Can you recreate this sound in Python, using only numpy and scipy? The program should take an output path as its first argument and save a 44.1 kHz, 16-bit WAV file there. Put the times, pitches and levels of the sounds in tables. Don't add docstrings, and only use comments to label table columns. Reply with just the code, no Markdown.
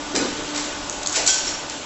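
import sys
import numpy as np
from scipy import signal
from scipy.fft import irfft
from scipy.io import wavfile
from scipy.ndimage import uniform_filter1d

SR = 44100
rng = np.random.default_rng(int(sys.argv[2]) if len(sys.argv) > 2 else 0)


def generate_wav(sig):
    pcm = np.round(np.clip(np.atleast_2d(sig).T, -1, 1) * 32767).astype(np.int16)
    wavfile.write(sys.argv[1], SR, pcm)


N = 81585
T = np.arange(N) / SR
BAND_EDGE_HZ = 7810

# frequency_hz, gain_db
AIR_SPECTRUM = [(20, 0.5), (48, 5.5), (70, -1), (130, -1), (200, 1), (300, 5.5), (450, 2), (600, 3.5),
                (720, 3), (880, 4), (1200, 1.5), (1500, -0.5), (1950, -3.5), (3300, -1), (4800, -5),
                (7500, -3)]
# time_s, level_db
AIR_ENVELOPE = [(0, -32), (.5, -30), (.9, -31.5), (1.4, -32), (1.85, -33.5)]
# harmonic_number, level_db, width_hz
HUM_HARMONICS = [(1, -43.5, 26), (2, -46.5, 13), (3, -47, 25), (4, -52.5, 28), (5, -46, 40)]
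# time_s, level_db
HUM_TONE_ENVELOPE = [(0, -48), (.43, -48), (.5, -39), (.58, -35.5), (.72, -46), (.86, -42), (1.1, -50),
                     (1.85, -47)]

# start_s, level_db, decay_s, bass_cut_hz
BARRIER_CLACKS = [(.1497, -21, 0.0036, 201), (0.1522, -14.5, .0035, 500), (.1605, -13, 0.0043, 796),
                  (.176, -28.5, .006, 202), (.546, -23, 0.0058, 2010), (.5585, -20, .0045, 2500),
                  (.575, -21, 0.0096, 1990), (.595, -27, 0.0088, 800), (.623, -28, 0.009, 500),
                  (.655, -42, 0.0056, 497), (1.474, -38.5, .006, 800), (1.489, -23, 0.0039, 1200)]
# frequency_hz, gain_db
CLACK_SPECTRUM = [(100, -21.5), (400, 0), (650, -3), (900, -2), (1250, 0.5), (1550, 2), (1900, -2),
                  (2400, -2), (3300, -4), (4800, -1.5), (7000, 1), (8000, 5)]
# start_s, level_db
BARRIER_THUDS = [(0.1423, -24), (.167, -20), (.219, -22), (.55, -37), (1.432, -37), (1.46, -35)]
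# pitch_hz, level_db, t60_s
FRAME_MODES = [(196, -9.5, 0.047), (253, -3, 0.071), (292, 2.5, .08), (337.3, -1.5, 0.11),
               (374, -6.5, 0.085), (455, -8.5, 0.045), (521, -17.5, 0.057)]
# frequency_hz, gain_db
PUSH_SPECTRUM = [(100, -25.5), (170, -12), (260, -8.5), (340, -2), (420, 1.5), (560, -10), (750, -18.5),
                 (1500, -28), (8000, -52.5)]

# start_s, level_db, centre_hz
CLAW_TICKS = [(0.5615, -19, 3960), (.5635, -21, 4960), (0.8973, -12, 7360), (0.927, -21, 6500),
              (1.031, -20.5, 5500), (1.0337, -17, 6500), (1.0609, -15, 4000), (1.063, -15.5, 6700),
              (1.0721, -7.5, 6700), (1.0747, -20, 6000), (1.087, -24, 6500), (1.096, -17, 6700),
              (1.0995, -19.5, 6700), (1.1225, -20, 6500), (1.1267, -15, 6500), (1.1285, -12, 7400),
              (1.164, -13.5, 5000), (1.6986, -14.5, 7400)]

# start_s, level_db
RING_CHINKS = [(.578, -37.5), (1.282, -28), (1.344, -28.5), (1.382, -27), (1.43, -35), (1.473, -24),
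               (1.536, -28)]
# pitch_hz, level_db, t60_s
RING_MODES = [(5523, 0, .2), (5570, -7, .14), (5625, -6, .16)]

# start_s, rise_s, fall_s, grit_db, rub_db
PAW_SKIDS = [(1.125, 0.042, 0.042, -20, -27.5), (1.425, 0.052, 0.03, -28.5, -40),
             (1.68, 0.028, .06, -38, -50)]
# frequency_hz, gain_db
GRIT_SPECTRUM = [(300, -22), (900, -8), (1500, -4.5), (2200, -2), (3500, -2), (4700, 0), (6300, 3),
                 (8000, 1)]
# frequency_hz, gain_db
RUB_SPECTRUM = [(100, -26.5), (300, -12), (500, 1.5), (800, -1.5), (1100, -6.5), (1500, -11), (2500, -19.5),
                (8000, -30)]

# start_s, level_db, pitch_hz, relative_overtone_db
BAR_STRIKES = [(1.143, -32, 1478, -14), (1.287, -25, 1531, 1.5)]

# start_s, clash_db, ringing_db
LINK_STRIKES = [(1.2622, -17, -29), (1.2665, -18, -29), (1.2745, -10, -21), (1.2824, -15, -24),
                (1.293, -17, -19.5), (1.301, -19.5, -21), (1.342, -23, -30.5), (1.358, -22, -28),
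                (1.383, -29, -30), (1.444, -30, -34), (1.477, -27, -32), (1.546, -40, -43)]
# pitch_hz, level_db, t60_s
LINK_MODES = [(2615, -15, .15), (3553, -16, .35), (4018, -9, .24), (4204, -9, .24), (4377, -9, .18),
              (4800, -10, .15), (5389, -2, .15), (5826, -5, .13), (6046, -5, .12), (6115, -7, .22),
              (6735, 3, .2), (6850, 1, .24), (6882, 2, .22), (7176, -1, .3), (7267, -2, .2), (7385, 0, .25),
              (7701, -2, .25)]
# frequency_hz, gain_db
CLASH_SPECTRUM = [(200, -36), (900, -17.5), (1750, -20), (2300, -10), (3000, -13), (3700, -10),
                  (4400, -4.5), (5100, -3.5), (5900, 2.5), (6450, -2), (7200, 3.5), (8000, -3)]

# frequency_hz, t60_s
BARN_T60 = [(100, 0.83), (300, 0.64), (1000, 1.0), (2500, 1.0), (5000, 0.74), (8000, 0.46)]


def amp(db):
    return 10 ** (np.asarray(db) / 20)


def unit_rms(x):
    return x / np.sqrt(np.mean(x ** 2) + 1e-20)


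def value_at(points, hz):
    table_hz, values = np.transpose(points)
    return np.interp(np.log(hz + 1), np.log(table_hz + 1), values)


def colour(x, spectrum, size=4096):
    hz = abs(np.fft.fftfreq(size, 1 / SR))
    gain = amp(value_at(spectrum, hz))
    gain /= np.sqrt(np.mean(gain ** 2 * (hz < BAND_EDGE_HZ)))
    log_response = np.conj(signal.hilbert(np.log(gain)))
    taps = np.fft.ifft(np.exp(log_response)).real
    return signal.fftconvolve(x, taps[:size // 2])[:N]


def contact_noise(decay_s, rise_s=0.0019):
    decay = np.exp(-np.maximum(T - rise_s / 2, 0) / decay_s)
    return rng.standard_normal(N) * np.minimum(T / rise_s, 1) * decay


def free_vibration(modes, spread_db):
    hz, db, t60_s = np.transpose(modes)[:, :, None]
    amplitudes = amp(db + spread_db * rng.standard_normal(hz.shape))
    t = T[:SR * 3 // 4]
    decay = np.exp(-np.log(1000) * t / t60_s)
    waves = amplitudes * decay * np.sin(2 * np.pi * (hz * t + rng.random(hz.shape)))
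    return waves.sum(0) / np.sqrt(np.sum(amplitudes ** 2) / 2)


def reverberate(x, room_db, build_up_s=0.0054):
    hz, t, bands = signal.stft(rng.standard_normal(SR), SR, nperseg=256)
    decay = np.exp(-np.log(1000) * t / value_at(BARN_T60, hz)[:, None])
    tail = signal.istft(bands * decay, SR)[1]
    tail *= 1 - np.exp(-(T[:len(tail)] / build_up_s) ** 2)
    return x + amp(room_db) * signal.fftconvolve(x, tail / np.linalg.norm(tail))[:N]


def air(patch_db=1.22):
    bands = signal.stft(rng.standard_normal(N), nperseg=512)[2]
    patches = uniform_filter1d(rng.standard_normal(bands.shape), size=7, axis=0)
    patches = unit_rms(uniform_filter1d(patches, size=10, axis=1))
    wash = signal.istft(bands * amp(patch_db * patches))[1][:N]
    return colour(unit_rms(wash), AIR_SPECTRUM) * amp(np.interp(T, *np.transpose(AIR_ENVELOPE)))


def machine(pitch_hz=295.7, fade_db_per_s=3):
    hz = np.fft.rfftfreq(N, 1 / SR)
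    tone_envelope = amp(np.interp(T, *np.transpose(HUM_TONE_ENVELOPE)))
    hum = tone_envelope * unit_rms(np.sin(2 * np.pi * pitch_hz * T))
    for harmonic, db, width_hz in HUM_HARMONICS:
        line_shape = 1 / (1 + ((hz - harmonic * pitch_hz) / (width_hz / 2)) ** 2)
        phasors = np.exp(2j * np.pi * rng.random(len(hz)))
        hum += amp(db) * unit_rms(irfft(line_shape * phasors, N))
    return hum * amp(-fade_db_per_s * (T - T.mean()))


def feed_barrier(thud_rise_s=0.0036, push_db=-3, room_db=1.5):
    clacks, thuds, pushes = np.zeros((3, N))
    for start_s, db, decay_s, cut_hz in BARRIER_CLACKS:
        bass_cut = signal.butter(1, cut_hz, "high", fs=SR)
        add(clacks, start_s, amp(db) * signal.lfilter(*bass_cut, contact_noise(decay_s)))
    for start_s, db in BARRIER_THUDS:
        frame = free_vibration(FRAME_MODES, spread_db=1)
        add(thuds, start_s, amp(db) * frame * np.minimum(T[:len(frame)] / thud_rise_s, 1))
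        add(pushes, start_s, amp(db + push_db) * contact_noise(decay_s=0.011, rise_s=thud_rise_s))
    thuds += colour(pushes, PUSH_SPECTRUM)
    return reverberate(colour(clacks, CLACK_SPECTRUM), room_db) + reverberate(thuds, room_db)


def claws(decay_s=0.0013, width_hz=2300):
    ticks = np.zeros(N)
    radius = np.exp(-np.pi * width_hz / SR)
    for start_s, db, centre_hz in CLAW_TICKS:
        resonator = [1, -2 * radius * np.cos(2 * np.pi * centre_hz / SR), radius ** 2]
        tick = signal.lfilter([1, -1], resonator, contact_noise(decay_s, rise_s=0.00025))
        tick *= np.sqrt(decay_s * SR / 2) / np.linalg.norm(tick)
        add(ticks, start_s, amp(db) * tick)
    return reverberate(ticks, room_db=-3)


def small_ring():
    chinks = np.zeros(N)
    for start_s, db in RING_CHINKS:
        add(chinks, start_s, amp(db) * free_vibration(RING_MODES, spread_db=3.5))
    return reverberate(chinks, room_db=-10.5)


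def paw(grains_per_s=5000, grain_spread_db=3.5, rub_lag_s=0.02):
    skids = np.zeros(N)
    for start_s, rise_s, fall_s, grit_db, rub_db in PAW_SKIDS:
        load = np.minimum(T / rise_s, 1) * np.exp(-np.maximum(T - rise_s, 0) / fall_s)
        strengths = amp(grain_spread_db * rng.standard_normal(N)) * rng.choice([-1, 1], N)
        grains = unit_rms(strengths * (rng.random(N) < grains_per_s / SR))
        add(skids, start_s, amp(grit_db) * colour(grains * load, GRIT_SPECTRUM))
        rub = colour(rng.standard_normal(N) * load, RUB_SPECTRUM)
        add(skids, start_s + rub_lag_s, amp(rub_db) * rub)
    return reverberate(skids, room_db=-3)


def bars(t60_s=0.34, overtone_ratio=2.131, overtone_t60_s=0.27):
    ringing = np.zeros(N)
    for start_s, db, pitch_hz, overtone_db in BAR_STRIKES:
        modes = [(pitch_hz, 0, t60_s), (pitch_hz * overtone_ratio, overtone_db, overtone_t60_s)]
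        add(ringing, start_s, amp(db) * free_vibration(modes, spread_db=0))
    return reverberate(ringing, room_db=-4.5)


def chain():
    clashes, ringing = np.zeros((2, N))
    for start_s, clash_db, ringing_db in LINK_STRIKES:
        add(clashes, start_s, amp(clash_db) * contact_noise(decay_s=0.0086))
        add(ringing, start_s, amp(ringing_db) * free_vibration(LINK_MODES, spread_db=3.5))
    return reverberate(colour(clashes, CLASH_SPECTRUM) + ringing, room_db=-1.5)


def add(mix, start_s, sound):
    part = mix[max(round(start_s * SR), 0):][:len(sound)]
    part += sound[:len(part)]


def scene():
    pressure = air() + machine() + feed_barrier() + claws() + small_ring() + paw() + bars() + chain()
    return np.tile(pressure, (2, 1))


def record(dry):
    taps = signal.firwin(801, BAND_EDGE_HZ, window=("kaiser", 8), fs=SR)
    return signal.oaconvolve(dry, taps[None], "same")


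dry = scene()
out = record(dry)
generate_wav(out)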